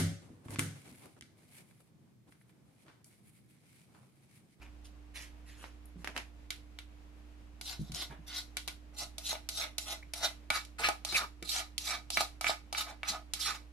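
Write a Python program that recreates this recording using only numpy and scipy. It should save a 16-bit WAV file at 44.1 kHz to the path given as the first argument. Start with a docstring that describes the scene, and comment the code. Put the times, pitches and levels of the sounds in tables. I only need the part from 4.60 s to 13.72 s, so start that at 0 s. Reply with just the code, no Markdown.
"""Soft smears and pats of a spoon spreading creamy topping on rice in a tray are heard first, over a faint
mains hum. The spoon then scrapes a plastic bowl clean: most strokes open with a tick, hiss wetly and make the
bowl ring. Friction noise and sharp blows excite the resonances of bowl and tray; brief gliding tones squeak,
pop and ring. Dull bumps ring the low modes of the table; a small kitchen scatters and reverberates every
contact."""
import sys
import numpy as np
from scipy import signal
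from scipy.fft import rfft, irfft
from scipy.io import wavfile

SR = 44100
rng = np.random.default_rng(int(sys.argv[2]) if len(sys.argv) > 2 else 0)


def unload_audio(sound):
    """Save the sound as a 16-bit wav file, at the path given as the first command line argument."""
    columns = np.transpose(np.atleast_2d(sound))
    # keep every value between -1 and 1, then stretch to whole-number steps
    steps = np.round(np.clip(columns, -1, 1) * 32767)
    wavfile.write(sys.argv[1], SR, steps.astype(np.int16))


N = 402191

# Levels of strokes and blows are before the gain_db given in scene(); all levels are before the panning.
# Strokes round the bowl: (time [s], run-up [s], bite after [s], ease-off after [s],
# first glide re hiss [dB], hiss [dB], wall ring [dB], hollow body [dB])
SCRAPE_STROKES = [ (3.019, .047, 0.071, 0.12, -10, -41, -46.5, -54.5),
                  (3.19, 0.039, 0.033, 0.18, 1.5, -59.5, -68, -70),
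                  (3.335, 0.1, 0.033, 0.09, -8.5, -35, -42.5, -47.5),
                  (3.662, .11, 0.047, 0.12, -18, -32, -42.5, -52),
                  (4.329, 0.054, 0.097, 0.095, -25.5, -37, -45, -43.5),
                  (4.6, 0.058, 0.12, 0.13, -18, -37.5, -42.5, -48.5),
                  (4.9, 0.071, 0.11, 0.14, -10, -37.5, -37, -42.5),
                  (5.195, 0.12, 0.087, 0.13, -12.5, -35.5, -40.5, -44.5),
                  (5.55, 0.11, 0.086, 0.099, -19, -27, -30.5, -36.5),
                  (5.91, 0.054, 0.032, 0.048, -13, -28.5, -29, -44.5),
                  (6.182, 0.091, 0.066, 0.068, -15, -26, -24, -40),
                  (6.46, 0.1, 0.13, 0.12, -17, -28, -32, -39.5),
                  (6.595, 0.015, 0.013, 0.029, -4, -54, -42.5, -48.5),
                  (6.838, 0.061, 0.12, 0.16, -16, -32.5, -37.5, -47.5),
                  (7.195, 0.064, 0.097, 0.15, -13, -34, -38, -44),
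                  (7.515, 0.11, 0.07, 0.1, -8, -31, -39.5, -46.5),
                  (7.822, .062, 0.04, 0.08, -13, -31.5, -33.5, -46),
                  (8.139, 0.043, 0.021, 0.075, -14, -31.5, -36.5, -46),
                  (8.251, 0.047, 0.022, 0.039, -16, -44, -43.5, -41),
                  (8.44, .046, 0.024, 0.058, -24, -29.5, -37, -53),
                  (8.51, 0.025, 0.016, 0.041, -12, -50, -44.5, -43),
                  (8.75, 0.057, 0.13, 0.16, -22, -34, -35, -52.5),
                  (8.919, 0.03, .02, 0.038, -11, -49, -50, -63), ]
# Smears of topping: (time [s], swell [s], fade [s], hiss [dB], wall ring [dB], hollow body [dB])
SMEAR_STROKES = [ (0.005, 0.017, 0.082, -62.5, -54.5, -56.5), (0.233, .02, .07, -58.5, -68, -72),
                 (0.536, .025, 0.13, -48, -47.5, -57.5), (0.581, 0.04, 0.1, -52, -54, -65),
                 (0.849, 0.044, .15, -59.5, -57, -90), (0.955, .075, 0.12, -55.5, -56, -55),
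                 (1.37, 0.049, .06, -64, -70, -63), (1.483, 0.0054, 0.048, -64, -72, -47),
                 (1.539, 0.029, 0.063, -51.5, -47, -42.5), (3.494, 0.015, 0.084, -63, -49.5, -46.5), ]
# Spoon striking the bowl: (time [s], overall level [dB],
# tick [dB], wall ring [dB], hollow body [dB], all three re overall level)
BOWL_BLOWS = [(1.905, -23, -10, -12, -34), (2.188, -30, -15.5, -13.5, -25), (3.012, -25, -12, -23.5, -28),
              (3.319, -38.5, -2.5, -17, -18), (3.969, -13.5, -16, -20.5, -32),
              (4.077, -23, -10, -26, -20.5), (4.083, -23.5, -14, -15, -24), (4.582, -20, -14, -36, -27),
              (4.729, -25.5, -13, -27, -8), (4.753, -26, -32, -15, -16), (4.889, -16, -13, -27.5, -34),
              (5.182, -18, -8.5, -23.5, -30), (5.536, -22.5, -9, -20, -25.5),
              (5.903, -14, -14, -10.5, -18.5), (6.05, -43.5, -3, -22, -31), (6.237, -26, -26, -7.5, -16),
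              (6.287, -14.5, -13, -15.5, -10), (6.449, -16.5, -12.5, -37, -26), (6.525, -29, -6, -10, -12),
              (6.826, -34.5, -6, -10, -33), (7.18, -20, -7, -38, -38), (7.503, -29, 0, -22, -17),
              (7.572, -15, -14, -7, -18.5), (7.607, -19, -8, -17, -8), (7.811, -21, -11, -17, -19),
              (7.844, -15, -21, -14, -22), (7.868, -25.5, -18, -1.5, -32), (7.895, -27.5, -14, -35, 1),
              (8.127, -20.5, -12, -26, -17), (8.149, -37, -19, 3.5, -25), (8.432, -26, -20.5, -7.5, -20.5),
              (8.499, -37, -8, -13, -22), (8.736, -22.5, -3.5, -25, -30.5)]
# Spoon striking the tray: (time [s], overall level [dB],
# tick [dB], wall ring [dB], hollow body [dB], all three re overall level)
TRAY_BLOWS = [(1.041, -36.5, -28, -7.5, -8), (1.445, -21.5, -17.5, -14.5, -18.5),
              (1.474, -21.5, -16.5, -12, -18.5), (1.564, -20, -18.5, -10, -23),
              (1.577, -24.5, -8.5, -8, -32)]
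# Brief gliding tones: squeaks in wet cream, a tiny wet pop and short rings of the bowl: (time [s], length [s],
# first pitch [Hz], last pitch [Hz], level [dB])
GLIDING_TONES = [(1.256, 0.0028, 9340, 12000, -49), (3.346, 0.0028, 6410, 5000, -31.5),
                 (4.686, 0.037, 4200, 3970, -36), (4.95, 0.032, 4250, 4020, -49),
                 (5.006, 0.05, 2290, 2255, -41.5), (5.424, 0.012, 2220, 2200, -51),
                 (6.188, 0.049, 790, 757, -43), (5.953, 0.03, 1244, 1237, -41.5),
                 (6.231, 0.056, 2606, 2440, -32), (6.48, 0.049, 4235, 3900, -37),
                 (6.541, 0.0352, 2552, 2298, -31), (6.587, 0.075, 1424, 1108, -41),
                 (7.314, 0.047, 1300, 1197, -44.5), (7.859, 0.017, 2333, 2300, -33),
                 (8.803, 0.019, 4220, 3800, -50), (8.878, 0.03, 1417, 1385, -43),
                 (8.914, 0.0537, 1342, 1206, -46.5)]
# Dull bumps on the table: (time [s], level [dB], pitch [Hz])
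TABLE_BUMPS = [(1.358, -43.5, 178), (1.392, -46, 171), (3.194, -30.5, 146.5), (3.213, -33.5, 149),
               (3.297, -39.5, 153), (3.319, -42, 144), (3.5, -45, 143), (3.59, -48, 155), (5.633, -48, 340),
               (5.903, -45, 281), (6.523, -39.5, 347), (6.823, -38, 333), (7.573, -44, 215),
               (7.895, -48, 307), (8.501, -45, 204)]
# Table modes: (multiple of the pitch [1], level [dB], decay by 60 dB [periods of the pitch])
TABLE_MODES = [(0.541, -7.5, 31), (1, 3, 16), (1.36, -8.5, 28), (2.1, -14, 20)]
# Bowl modes, weighted by the grip: (frequency [Hz], width [Hz],
# level resting on the table [dB], level lifted [dB], level tipped over the tray [dB])
BOWL_RESONANCES = [(346, 110, 0, -1, 0.5), (646, 67, -32, 12.5, 6), (725, 73, 2, -8, 8),
                   (829, 68, -10, 6, 7.5), (1260, 52, -6, 5, 10.5), (1453, 48, 7.5, 7, 5),
                   (1717, 115, -17, -6, 0), (2046, 68, 6, 8, 0), (2290, 62, -22, -4, 6),
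                   (2635, 340, -19, 0.5, -4.5), (3900, 660, 11.5, 7.5, 0.5), (4560, 750, 6.5, -18, -5),
                   (5580, 690, 6.5, 3.5, -4.5), (7320, 880, -2, -4.5, -11), (9650, 850, -3.5, -4.5, -14.5),
                   (11400, 2000, -3.5, -7.5, -16.5)]
# Dead response of the filled tray: (frequency [Hz], level [dB])
TRAY_RESPONSE = [(100, -6), (280, 10), (700, 3.5), (1200, 4), (1700, 10.5), (2400, 7.5), (4000, 0.5),
                 (6000, -1.5), (8500, -9), (11000, -5.5), (15000, -21)]
# Colour of the spoon's contact: (frequency [Hz], level [dB])
CONTACT_RESPONSE = [(60, -12), (250, -8), (480, -8), (620, -1.5), (1020, 0), (4000, 8), (8200, 7),
                    (11500, 6.5), (14000, 3.5), (16000, -19)]
# Bright tick of the spoon's edge: (frequency [Hz], level [dB])
EDGE_RESPONSE = [(2000, 13.5), (3000, 0.5), (4000, -1.5), (5500, -4.5), (8000, -7.5), (10500, -5.5),
                 (13000, -12), (15500, -16)]
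# Position of the spoon: (time [s], left minus right level [dB])
SPOON_PAN = [(0, -2), (2, -1.5), (3.2, 0.5), (5.2, -1.5), (6, -2), (7.2, -1), (8.2, -1.5), (9, -4.5)]
# Mains hum: (frequency [Hz], left level [dB], right level [dB])
HUM_TONES = [(59.3, -57.5, -51), (225, -98, -76), (244.4, -96, -77), (297.2, -63, -67.5)]
# Spectrum of the room air: (frequency [Hz], relative density [dB per Hz])
AIR_SPECTRUM = [(20, -3.5), (60, -5.5), (100, -5.5), (200, -8.5), (420, -14.5), (800, -16), (1600, -21.5),
                (2400, -21.5), (3500, -26.5), (6000, -31.5), (12000, -38.5), (14500, -42), (16000, -56)]
# Likeness of the two channels of room air: (frequency [Hz], coherence [0-1])
AIR_COHERENCE = [(50, 1), (300, 0.57), (900, 0), (2000, 0), (8000, 0)]
# Times at which the bowl is lifted, then tipped: (time [s])
GRIP_TIMES = [4.25, 5.8]
# Muffling by cream under the edge before the bite: (wall ring [dB], hollow body [dB])
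CUSHION_LEVELS = (-13.5, -12)
# Decay as the hand eases off: (hiss [dB/s], wall ring [dB/s], hollow body [dB/s])
RELEASE_RATES = (408, 398, 304)

AIR_DB = -62
BODY_TOP_HZ, WALL_TOP_HZ = 1050, 3000
EDGE_HZ = 15900  # upper band limit of the whole scene
TAPS = 4096  # length of the responses and of the random sequences [samples]
RISE_SHARE = 0.43  # the spoon gathers speed over this last share of its run-up
BITE_S = 0.046  # time the edge takes to cut through the cream to the wall
SLOW_RING_DB = -6  # the bowl rings less while the spoon is slow
BRAKE_DB_PER_S = 78  # pressing brakes the spoon, so the hiss sags
RELEASE_S = 0.0855
SMEAR_FIRST_DB, SMEAR_LAST_DB = -17.5, -21  # as the spoon sinks in and as it leaves, re the top
RIM_HZ, RIM_T60_S, RIM_DB = 2290, 0.052, -2.5  # level re the wall ring


def amp(db):
    """Logarithmic level: decibels become an amplitude ratio."""
    return 10 ** (np.asarray(db) / 20)


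def evened(x):
    """Power normalization: scales to an rms of 1."""
    return x / np.sqrt(np.mean(x ** 2) + 1e-20)


def unit(x):
    """Energy normalization: scales each channel to an energy of 1."""
    return x / np.sqrt(np.sum(x ** 2, axis=-1, keepdims=True) + 1e-20)


def read(points, hz):
    """Spectral interpolation: reads a table on a log-frequency axis."""
    f, value = np.transpose(points)
    return np.interp(np.log(hz + 1), np.log(f + 1), value)


def add(mix, s, sound):
    """Superposition: adds a stereo sound from time s onward."""
    part = mix[:, max(round(s * SR), 0):][:, :sound.shape[1]]
    part += sound[:, :part.shape[1]]


def wobble(n, rate_hz):
    """Random modulation: joins rate_hz random values a second by straight lines, at rms 1."""
    at = np.arange(n) * rate_hz / SR
    return evened(np.interp(at, np.arange(TAPS), rng.standard_normal(TAPS)))


def hum():
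    """Periodic vibration: mains tones waver slightly in phase and level."""
    t = np.arange(N) / SR
    out = np.zeros((2, N))
    for hz, left_db, right_db in HUM_TONES:
        phase = 2 * np.pi * (hz * t + rng.random()) + 0.06 * wobble(N, 3)
        tone = np.sin(phase) * amp(0.35 * wobble(N, 4))
        out += amp([[left_db], [right_db]]) * evened(tone)
    return out


def air():
    """Partial coherence: dull room noise is nearly mono in the bass and independent above."""
    hz = np.fft.rfftfreq(N, 1 / SR)
    left, other = rfft(rng.standard_normal((2, N)))
    same = np.clip(read(AIR_COHERENCE, hz), 0, 1)
    right = same * left + np.sqrt(1 - same ** 2) * other
    spectrum = np.array([left, right]) * amp(read(AIR_SPECTRUM, hz))
    return amp(AIR_DB) * evened(irfft(spectrum, N)) * amp(0.7 * wobble(N, 25))


def kitchen(x, s, room_db, scatter_s=0.00088, scatter_hz=2100, low_t60=0.17, high_t60=0.24):
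    """Scattering and reverberation: lows reach both ears alike, highs scatter off dishes, a tail follows."""
    t = np.arange(SR // 5) / SR
    scatter, tail = rng.standard_normal((2, 2, len(t)))
    low, high = (signal.butter(1, scatter_hz, kind, fs=SR) for kind in ("low", "high"))
    near = signal.lfilter(*low, 1. * (t == 0))
    near = near + signal.lfilter(*high, unit(scatter * np.exp(-t / scatter_s)))
    tail = tail * (1 - np.exp(-t / 0.00014))
    far = signal.lfilter(*low, unit(tail * amp(-60 * t / low_t60)))
    far = far + signal.lfilter(*high, unit(tail * amp(-60 * t / high_t60)))
    response = unit(near) + amp(room_db) * far
    pan_db = np.interp(s, *np.transpose(SPOON_PAN))
    return signal.fftconvolve(x[None], response, axes=1) * amp([[pan_db / 2], [-pan_db / 2]])


def travelling(x, s, room_db, size=2048):
    """Changing reflection paths: overlapping pieces of a moving source each get their own scatter."""
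    out = np.zeros((2, len(x) + SR // 5))
    for start in range(0, len(x), size // 2):
        piece = x[start:start + size]
        piece = piece * signal.windows.cosine(size)[:len(piece)]
        add(out, start / SR, kitchen(piece, s, room_db))
    return out


def bump(row, rise_s=0.0018):
    """Modal decay: a soft push swings the low table modes; higher bumps die sooner."""
    s, db, hz = row
    t = np.arange(SR // 4) / SR
    ring = 0
    for multiple, mode_db, periods in TABLE_MODES:
        ring = ring + amp(mode_db - 60 * t * hz / periods) * np.sin(2 * np.pi * multiple * hz * t)
    ring = ring * (1 - np.exp(-t / rise_s))
    return s, amp(db) * kitchen(ring, s, room_db=-8, scatter_hz=5000)


def causal(gain):
    """Minimum phase: the promptest impulse response with this magnitude."""
    both_sides = np.r_[gain, gain[-2:0:-1]]
    log_gain = np.log(np.maximum(both_sides, gain.max() * 1e-5))
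    return np.fft.ifft(np.exp(np.conj(signal.hilbert(log_gain)))).real


def registers(gain):
    """Band division: splits a response into hiss, wall ring and hollow body, each of energy 1."""
    hz = np.fft.rfftfreq(TAPS, 1 / SR)
    below_wall, below_body = (1 / (1 + (hz / top) ** 12) for top in (WALL_TOP_HZ, BODY_TOP_HZ))
    power_shares = 1 - below_wall, below_wall * (1 - below_body), below_body
    coloured = gain * amp(read(CONTACT_RESPONSE, hz))
    return np.array([unit(causal(coloured * np.sqrt(share))) for share in power_shares])


def vessels():
    """Resonance: summed mode powers give the bowl in each grip; smooth spectra give tray and spoon edge."""
    hz = np.fft.rfftfreq(TAPS, 1 / SR)
    powers = 0
    for f, width, *grip_db in BOWL_RESONANCES:
        powers = powers + amp(grip_db)[:, None] ** 2 / (1 + (2 * (hz - f) / width) ** 2)
    bowls = [registers(np.sqrt(power)) for power in powers]
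    tray = registers(amp(read(TRAY_RESPONSE, hz)))
    edge = registers(amp(read(EDGE_RESPONSE, hz)))[0]
    return bowls, tray, edge


def hit(row, vessel, edge, gain_db, scatter_s, rattle_db=-1, high_modes_db=-4):
    """Impulse excitation: a sharp blow cracks and rattles at the edge and rings the wall and body."""
    s, level_db, tick_db, wall_db, body_db = row
    high_modes, wall, body = vessel
    crack = kitchen(amp(tick_db) * edge, s, room_db=-9.5, scatter_s=0.0037, scatter_hz=900)
    rattle = amp(tick_db + rattle_db) * (edge + amp(high_modes_db) * high_modes)
    rattle = kitchen(rattle, s, room_db=-1.5, scatter_s=scatter_s, scatter_hz=850)
    ring = kitchen(amp(wall_db) * wall + amp(body_db) * body, s, room_db=-0.5, scatter_hz=2220)
    return s, amp(level_db + gain_db) * (crack / np.sqrt(2) + rattle / 2 + ring)


def rim(row):
    """Free vibration: a knock on the wall sets the bowl's rim ringing for a moment."""
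    s, level_db, _, wall_db, _ = row
    t = np.arange(0, RIM_T60_S, 1 / SR)
    decay = amp(level_db + wall_db + RIM_DB - 60 * t / RIM_T60_S)
    return s, kitchen(decay * np.sin(2 * np.pi * RIM_HZ * t), s, room_db=-12, scatter_hz=6000)


def gliding_tone(row, width_hz=170):
    """Narrow-band tone: narrow noise forms a fuzzy whistle gliding between two pitches."""
    s, length, first_hz, last_hz, db = row
    n = round(length * SR)
    pole = np.exp(-np.pi * width_hz / SR)
    noise = rng.standard_normal((TAPS, 2)) @ [1, 1j]
    fuzz = signal.lfilter([1 - pole], [1, -pole], noise)
    phase = 2 * np.pi * np.cumsum(np.geomspace(first_hz, last_hz, n)) / SR
    tone = (np.resize(fuzz, n) * np.exp(1j * phase)).real
    whistle = amp(db) * evened(tone) * signal.windows.tukey(n, 0.5)
    return s, kitchen(whistle, s, room_db=-9, scatter_s=0.0004)


def stroke(start, levels_db, vessel, gain_db, slips_per_s, smooth, judder_db, judder_hz,
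           first_fizz_db=9.0, last_fizz_db=-1.0, fizz_hz=6000):
    """Friction excitation: tiny slips and bursting films of cream drive the vessel under varying pressure."""
    n = levels_db.shape[1]
    size, film = rng.standard_normal((2, SR // 2))[:, :n]
    slips = size * (rng.random(SR // 2)[:n] < slips_per_s / SR)
    smooth = np.clip(smooth, 0, 1)
    friction = np.sqrt(1 - smooth) * evened(slips) + np.sqrt(smooth) * film
    friction = evened(friction * amp(judder_db * wobble(n, judder_hz)))
    friction = friction * signal.windows.tukey(n, 0.05)
    # cream piles up before the edge, so the fizz dulls along the stroke
    fizz = signal.filtfilt(*signal.butter(2, fizz_hz, "high", fs=SR), friction)
    friction = friction + fizz * (amp(np.linspace(first_fizz_db, last_fizz_db, n)) - 1)
    hiss, wall, body = (signal.fftconvolve(friction * amp(db), ring)
                        for db, ring in zip(levels_db, vessel))
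    sound = travelling(hiss[:n], start, room_db=-6.5)
    add(sound, 0, kitchen(wall + body, start, room_db=-6.0, low_t60=0.2))
    return start, amp(gain_db) * sound


def smear_levels(row):
    """Viscous contact: the spoon sinks into the topping and slides out in one swell and fade."""
    start, swell, fade, *tops_db = row
    t = np.arange(0, swell + fade, 1 / SR)[:SR // 2]
    shape_db = np.interp(t, [0, swell, swell + fade], [SMEAR_FIRST_DB, 0, SMEAR_LAST_DB])
    return start, np.add.outer(tops_db, shape_db)


def scrape_levels(row):
    """Speed and pressure: the spoon glides, speeds up, bites through to ring the wall, and eases off."""
    start, run_up, bite, ease, glide_db, hiss_db, wall_db, body_db = row
    t = np.arange(0, ease + RELEASE_S, 1 / SR)[:SR // 2]
    slow = np.clip((run_up - t) / (RISE_SHARE * run_up), 0, 1)
    cushioned = np.clip((bite - t) / BITE_S, 0, 1)
    brake_db = BRAKE_DB_PER_S * np.maximum(t - max(bite, run_up), 0)
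    hiss = hiss_db + glide_db * slow - brake_db
    rings = [db + SLOW_RING_DB * slow + muffle_db * cushioned
             for db, muffle_db in zip((wall_db, body_db), CUSHION_LEVELS)]
    release_db = np.outer(RELEASE_RATES, np.maximum(t - ease, 0))
    return start, np.array([hiss, *rings]) - release_db


def scene():
    """Superposition of sources: hum and air, then table, tray, and the spoon in the bowl."""
    bowls, tray, edge = vessels()
    mix = hum() + air()
    for row in TABLE_BUMPS:
        add(mix, *bump(row))
    for row in SMEAR_STROKES:
        add(mix, *stroke(*smear_levels(row), tray, gain_db=-3.5, slips_per_s=1100, smooth=0.68,
                         judder_db=0, judder_hz=131))
    for row in TRAY_BLOWS:
        add(mix, *hit(row, tray, tray[0], gain_db=17.5, scatter_s=0.003))
    for row in GLIDING_TONES:
        add(mix, *gliding_tone(row))
    for row in BOWL_BLOWS:
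        bowl = bowls[np.searchsorted(GRIP_TIMES, row[0])]
        add(mix, *hit(row, bowl, edge, gain_db=20.5, scatter_s=0.005))
        add(mix, *rim(row))
    for row in SCRAPE_STROKES:
        bowl = bowls[np.searchsorted(GRIP_TIMES, row[0])]
        add(mix, *stroke(*scrape_levels(row), bowl, gain_db=-4.5, slips_per_s=1400, smooth=0.9,
                         judder_db=1.5, judder_hz=159.2))
    return mix


def record(dry):
    """Band limitation: a linear-phase low-pass filter removes the extreme treble."""
    lowpass = signal.firwin(255, EDGE_HZ, window=("kaiser", 8), fs=SR)
    return signal.oaconvolve(dry, lowpass[None], "same")


dry = scene()
out = record(dry)
unload_audio(out)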